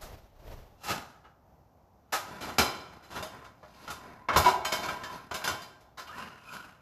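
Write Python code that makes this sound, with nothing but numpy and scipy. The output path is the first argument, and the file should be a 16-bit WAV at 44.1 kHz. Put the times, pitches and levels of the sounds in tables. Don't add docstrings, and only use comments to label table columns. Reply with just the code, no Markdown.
import sys
import numpy as np
from scipy import signal
from scipy.fft import rfft, irfft, next_fast_len
from scipy.io import wavfile
from scipy.ndimage import uniform_filter1d, map_coordinates

SR = 44100
rng = np.random.default_rng(int(sys.argv[2]) if len(sys.argv) > 2 else 0)


def store_pcm(level_fs):
    pcm = np.round(np.clip(level_fs, -1, 1) * 32767).astype(np.int16)
    wavfile.write(sys.argv[1], SR, np.atleast_2d(pcm).T)


N = 300321

# pitch_hz, level_db
PAN_MODES = [(373, -17), (629, -10), (690, -14), (843, -10), (985, -4.5), (1038, -4.5), (1114, -12),
             (1312, -8), (1425, -13), (1577, -4.5), (2235, -10.5), (2800, -16), (3090, -8.5), (3648, -13.5),
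             (4050, -12), (4810, -17), (5085, -12)]
# start_s, boom_db, ring_db, hum_db, struck_part (a name)
PAN_PLACES = [(0, -13, -9, -47, "full pan"), (2.299, 2, -10.5, -15, "tray"), (3.06, 8, -8.5, -9.5, "pan"),
              (4.2, -4, -9, -1, "rim"), (4.31, 10.5, -7, -9, "pan"), (4.41, -1.5, 0.5, -4, "pan"),
              (5.25, -1.5, -5.5, -12, "pan"), (5.9, -4.5, 2, -8, "pan")]


def amp(db):
    return 10 ** (np.asarray(db) / 20)


def unit(x):
    return x / np.sqrt(np.mean(x ** 2) + 1e-20)


def along(points, hz):
    f, v = np.transpose(points)
    return np.interp(np.log(hz + 1), np.log(f + 1), v)


def octaves_up(hz, corner_hz=1300):
    return np.log2(np.maximum(hz / corner_hz, 1))


def wobble(rate):
    knots = rng.standard_normal(int(N * rate / SR) + 4)
    return map_coordinates(knots, [np.arange(N) * rate / SR])


def noise(colour, n):
    m = next_fast_len(n)
    spectrum = rfft(rng.standard_normal(m)) * amp(colour(np.fft.rfftfreq(m, 1 / SR)))
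    return unit(irfft(spectrum, m)[:n])


def add(track, s, sound):
    start = round(s * SR)
    track[start:start + len(sound)] += sound[:N - start]


def die_away(x):
    # pitch_hz, t60_s
    kitchen_t60 = [(100, 1), (700, 0.8), (1840, 0.78), (4850, 0.69), (12800, 0.49)]
    hz, t, z = signal.stft(x, SR, nperseg=256)
    decay = amp(-60 * t / along(kitchen_t60, hz)[:, None])
    return signal.istft(z * decay, SR, nperseg=256)[1][:len(x)]


def strokes(rows, t60, wet=0.3):
    swell_db = 24.5
    t, power = np.arange(N) / SR, 0
    for s, length, db in rows:
        away = abs(t - s) / (length / 2)
        power = power + amp(db - swell_db * away) ** 2 / (1 + away ** 6)
    keep = amp(-120 / (t60 * SR))
    tail = signal.lfilter([1 - keep], [1, -keep], power)
    return np.sqrt((1 - wet) * power + wet * tail)


def crowded_modes(depth_db, spacing_hz):
    knots = rng.standard_normal(2000)

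    def ripple(hz):
        growth = np.clip(hz / 2000, 0, 1)
        return depth_db * growth * np.interp(hz / spacing_hz, np.arange(len(knots)), knots)
    return ripple


def ring(modes, t, scatter_db, tilt=0, blur_hz=0):
    hz, db, t60 = np.transpose(modes)[:, :, None]
    db = db + scatter_db * rng.standard_normal(hz.shape) + tilt * octaves_up(hz)
    knots = rng.standard_normal(size=(len(hz), 200))
    drift = np.array([np.interp(t * blur_hz, np.arange(len(row)), row - row[0]) for row in knots])
    modes_ringing = amp(db - 60 * t / t60) * np.sin(2 * np.pi * hz * t + drift)
    return np.sqrt(2) * np.sum(modes_ringing, axis=0)


def peaks(modes, hz, width_hz):
    return sum(amp(db / 2) / (1 + ((hz - f) / width_hz) ** 2) for f, db, *_ in modes)


def singing(hz):
    sharpness, resonance = 90, 1.1
    return 20 * np.log10(1 + resonance * peaks(PAN_MODES, hz, 1 + hz / sharpness))


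def struck(part, width_hz=48, resonance=1.6):
    # pitch_hz, level_db
    full_pan_modes = [(830, -5), (1270, -2), (1720, -6)]
    # pitch_hz, level_db
    tray_modes = [(235, -6), (405, -4), (770, -10), (1335, -4), (2340, 1), (3050, 3), (4060, 0), (5070, 0)]
    # pitch_hz, level_db
    rim_modes = [(1070, 4), (1310, -4), (1775, -6), (2175, 12), (2700, -3), (3100, 3), (3795, 0)]
    if part == "pan":
        spot = crowded_modes(depth_db=3, spacing_hz=70)
        return lambda hz: singing(hz) + spot(hz)
    modes = {"full pan": full_pan_modes, "tray": tray_modes, "rim": rim_modes}[part]
    return lambda hz: 20 * np.log10(1 + resonance * peaks(modes, hz, width_hz))


def place(s):
    start, *cols = zip(*PAN_PLACES)
    here = np.searchsorted(start[1:], s)
    return [np.array(c)[here] for c in cols]


def room_tone():
    # (per Hz, relative)
    quiet_colour = [(20, -25), (65, -0.5), (200, -9), (400, -15), (800, -10), (1840, -32), (3500, -40),
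                    (6000, -36.5), (9000, -51), (13000, -38)]
    mean_db = -62
    return amp(mean_db + wobble(10)) * noise(lambda hz: along(quiet_colour, hz), N)


def handling(t60=0.7, lumps_db=2.0):
    # strongest_s, length_s, rumble_db, rub_over_rumble_db
    finger_shifts = [(.04, .4, -48, 0), (.13, .18, -43, -6), (.51, 0.42, -42.5, -5.5)]
    # (per Hz, relative)
    rub_colour = [(120, -6.5), (650, 1), (1500, -12), (6000, -20.5), (9000, -32), (13000, -22)]
    rumble_colour = [(10, -15), (30, 2), (110, -6.5), (200, -20), (500, -77)]
    housing = noise(lambda hz: along(rumble_colour, hz), N)
    skin = unit(amp(lumps_db * wobble(60)) * noise(lambda hz: along(rub_colour, hz), N))
    rumble = strokes([(s, length, db) for s, length, db, _ in finger_shifts], t60, wet=0.3)
    rub = strokes([(s, length, db + over) for s, length, db, over in finger_shifts], t60, wet=0.5)
    return rumble * housing + rub * skin


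def squeals(hoarseness=0.055, t60=0.27):
    # strongest_s, length_s, pitch_hz, rise_hz_per_s, level_db
    rim_squeals = [(6.1, .16, 1240, 500, -42), (6.143, .09, 1760, 5000, -45.5),
                   (6.49, .32, 2500, -1200, -51.5), (6.56, .22, 1400, 1500, -45)]
    out, t = np.zeros(N), np.arange(N) / SR
    for s, length, pitch, rise, db in rim_squeals:
        hz = pitch + rise * np.clip(t - s, -length / 2, length / 2)
        hoarse = noise(lambda f: -12 * (f / (hoarseness * pitch)) ** 2, N)
        tone = np.sin(2 * np.pi * np.cumsum(hz) / SR)
        out += strokes([(s, length, db)], t60) * hoarse * tone
    return out


def catches(rate=90, spread_db=3, t60=0.037, share=0.3):
    sizes = (rng.random(N) < rate / SR) * amp(spread_db * rng.standard_normal(N))
    decay = amp(-120 * np.arange(SR // 4) / SR / t60)
    power = abs(signal.fftconvolve(sizes ** 2, decay)[:N])
    return np.sqrt(1 - share + share * power / power.mean())


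def friction(spectrum, steel, pan, count=3):
    out = np.zeros(N)
    for _ in range(count):
        spot = crowded_modes(depth_db=3.5, spacing_hz=110)
        share = amp(9 * wobble(9))
        out += share * noise(lambda hz: along(spectrum, hz) + steel(hz) + pan(hz) + spot(hz), N)
    return out / np.sqrt(abs(uniform_filter1d(out ** 2, size=2000)) + 1e-12)


def bowed_base(drag, width_hz=20):
    main_notes = PAN_MODES[4:6]
    hum = noise(lambda hz: 20 * np.log10(peaks(main_notes, hz, width_hz)) - 12 * octaves_up(hz), N)
    _, _, hum_db, _ = place(np.arange(N) / SR)
    return amp(hum_db) * drag * hum


def slides(steel, grind_db=-2.0, hiss_db=-2.5, push_db=0.5):
    # fastest_s, length_s, grind_db, hiss_over_grind_db
    shoves = [(0.905, 0.19, -29.5, -3.5), (2.323, 0.46, -40.5, -11), (2.483, 0.26, -35, -8),
              (2.94, .26, -48.5, -14), (3.167, 0.2, -36, -7.5), (3.36, 0.4, -45.5, -14.5),
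              (3.846, 0.61, -48.5, -4.5), (4.065, 0.51, -45, -15), (4.865, .5, -36.5, -7),
              (5.134, 0.25, -39.5, -7), (5.512, .12, -37.5, -4.5), (6.2, 0.36, -40, -9),
              (6.545, 0.38, -42.5, -5.5)]
    # (per Hz, relative)
    grind_colour = [(40, -12), (70, 0), (220, 1), (480, -5), (800, -2), (1100, -8), (1350, -4.5),
                    (1900, -12), (2500, -17.5), (3300, -42)]
    # (per Hz, relative)
    hiss_colour = [(1500, -32), (2500, 7.5), (5200, 3), (7200, -2), (9600, -12.5), (11500, 0.5),
                   (14500, -14.5)]
    # (per Hz, relative)
    coil_colour = [(40, -19), (80, -2), (230, 1), (330, -5.5), (800, -5), (1030, -3), (1450, 1),
                   (1900, -10), (2900, -10), (3600, -24.5), (5000, -22), (9000, -33.5), (14500, -36)]
    grind_t60_s, hiss_t60_s = 0.62, 0.48
    grind = strokes([(s, length, db) for s, length, db, _ in shoves], grind_t60_s, wet=.5)
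    hiss = strokes([(s, length, db + over) for s, length, db, over in shoves], hiss_t60_s, wet=0.31)
    t = np.arange(N) / SR
    empty_from_s, back_coil_from_s = PAN_PLACES[1][0], PAN_PLACES[-1][0]

    def in_pan(spectrum):
        full = friction(spectrum, steel, struck("full pan"))
        empty = friction(spectrum, steel, singing)
        return np.where(t < empty_from_s, full, empty)

    pushed = amp(push_db) * friction(coil_colour, steel, singing)
    low = np.where(t > back_coil_from_s, pushed, amp(grind_db) * in_pan(grind_colour))
    high = amp(hiss_db) * in_pan(hiss_colour)
    return catches() * (grind * low + hiss * high) + bowed_base(grind)


def pan_modes():
    t60_s, slope = .7, -.25
    return [(hz, db, t60_s * (hz / 1000) ** slope) for hz, db in PAN_MODES]


def partials(t, tilt, t60=0.17, fall_db=-3, count=26):
    hz = rng.uniform(1100, 7800, count)
    lives = t60 * rng.uniform(.4, 1.3, count)
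    modes = np.transpose([hz, fall_db * octaves_up(hz), lives])
    return ring(modes, t, scatter_db=5.0, tilt=tilt, blur_hz=61.6)


def rim_note(t, hz, db, t60=0.27):
    return ring([(hz, db, t60)], t, scatter_db=1, blur_hz=130)


def knocks(steel, stove_t60=0.25, room_db=-12, room_rise=0.025, ring_db=-7, partials_db=-13, hardness=0.95):
    # start_s, level_db, brightness_db_per_octave, contact_s, note_hz, note_over_knock_db
    blows = [(0.008, -47.5, 3.5, 0.025, 630, 2), (0.833, -42, 3, 0.02), (.876, -31.5, 0.5, 0.04),
             (1.240, -52.5, -7, 0.016, 2880, -13), (2.122, -26.2, 1.5, .018, 820, -9),
             (2.406, -38, 0.7, 0.019), (2.583, -16.8, 1, 0.0025), (3.023, -53.5, 0, 0.031),
             (3.113, -44.5, -1, .006), (3.150, -37.5, -2, 0.024), (3.226, -37, 1, 0.0005, 630, -3),
             (3.442, -50.5, -1, 0.01), (3.629, -50.5, -6, 0.003, 615, -1), (3.877, -40, -2, .003, 1400, 0),
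             (3.901, -38, 1.5, 0.006), (4.286, -22.3, -7, 0.002), (4.330, -29, -4, 0.013),
             (4.361, -19, -2.5, .001, 1040, -3), (4.367, -26, 4.5, 0.0075), (4.443, -26, -2, 0.015),
             (4.461, -28, -1, .03), (4.648, -32, 1.5, 0.0057, 3100, -7), (4.72, -28, 1, 0.0096),
             (4.83, -36.5, -1, 0.0044), (4.885, -36, -2, .005), (5.035, -39.5, -1, .003, 1740, -3),
             (5.311, -34.5, -3, 0.0025), (5.341, -33.5, 1.5, 0.0041), (5.413, -41, -4, .004),
             (5.440, -30.5, 1.5, 0.005), (5.476, -28.3, 0.5, 0.001, 1440, -4),
             (5.618, -47, 2, .004, 4800, -5), (5.805, -62, 1, 0.0057), (5.972, -42, 0, 0.026, 1036, -1),
             (6.07, -50.5, -0.5, .009, 2870, -4)]
    # (per Hz, relative)
    stove_colour = [(30, -24), (70, 0.5), (200, -3.5), (480, -0.5), (750, 3.5), (1100, 1), (1350, 2),
                    (1900, -4), (3000, -7.3), (5000, -8), (7200, -11.5), (9000, -21), (11800, -13.5),
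                    (14500, -24)]
    mute_db_per_s = 241
    out, t = np.zeros(N), np.arange(SR) / SR
    short = SR // 2
    for s, db, bright, contact, *note in blows:
        boom_db, free_db, _, part = place(s)
        pan_db = free_db - mute_db_per_s * contact
        spot = struck(part)

        def colour(hz):
            boom = boom_db / (1 + (hz / 170) ** 2)
            return along(stove_colour, hz) + steel(hz) + spot(hz) + bright * octaves_up(hz) + boom

        onset = 1 - np.exp(-3 * t / max(contact, 1e-4))
        rattle = noise(colour, SR) * amp(-60 * np.maximum(t - contact, 0) / stove_t60)
        room = die_away(noise(colour, SR)) * (1 - np.exp(-t / room_rise))
        ringing = ring(pan_modes(), t, scatter_db=3, tilt=hardness * bright, blur_hz=35)
        metal = amp(pan_db + ring_db) * ringing
        if note:
            metal += rim_note(t, *note)
        add(out, s, amp(db) * onset * (rattle + amp(room_db) * room + metal))
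        add(out, s, amp(db + pan_db + partials_db) * onset[:short] * partials(t[:short], bright))
    return out


def clank(s=4.459, damped_db=-18, room_db=-13.5, width_hz=30):
    # pitch_hz, level_db, t60_s
    base_modes = [(376, -19, .7), (690, -14, .15), (760, -14, .15), (850, -11, .25), (978, 0, .3),
                  (2240, -20, .3), (2790, -24, .3)]
    level_db = -12.5
    rise, free, settle, room_rise = .003, .035, .007, .02
    rock_s, rock_db = .08, -15
    out, t = np.zeros(N), np.arange(SR) / SR
    seated = 1 - np.exp(-np.maximum(t - free, 0) / settle)
    base = ring(base_modes, t, scatter_db=1, blur_hz=10) * (1 - np.exp(-t / rise))
    base = base * amp(damped_db * seated)
    cluster = noise(lambda hz: 20 * np.log10(peaks(base_modes, hz, width_hz)) - 7 * octaves_up(hz), SR)
    echo = die_away(cluster) * (1 - np.exp(-t / room_rise))
    add(out, s, amp(level_db) * (base + amp(room_db) * echo))
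    add(out, s + rock_s, amp(level_db + rock_db) * base)
    return out


def scene():
    steel = crowded_modes(depth_db=2, spacing_hz=30)
    background = room_tone() + handling()
    pans = squeals() + slides(steel) + knocks(steel) + clank()
    return (background + pans)[None]


def record(dry):
    top_hz = 14600
    m = next_fast_len(N + SR // 2)
    passed = np.fft.rfftfreq(m, 1 / SR) < top_hz
    return irfft(rfft(dry, m) * passed, m)[:, :N]


dry = scene()
out = record(dry)
store_pcm(out)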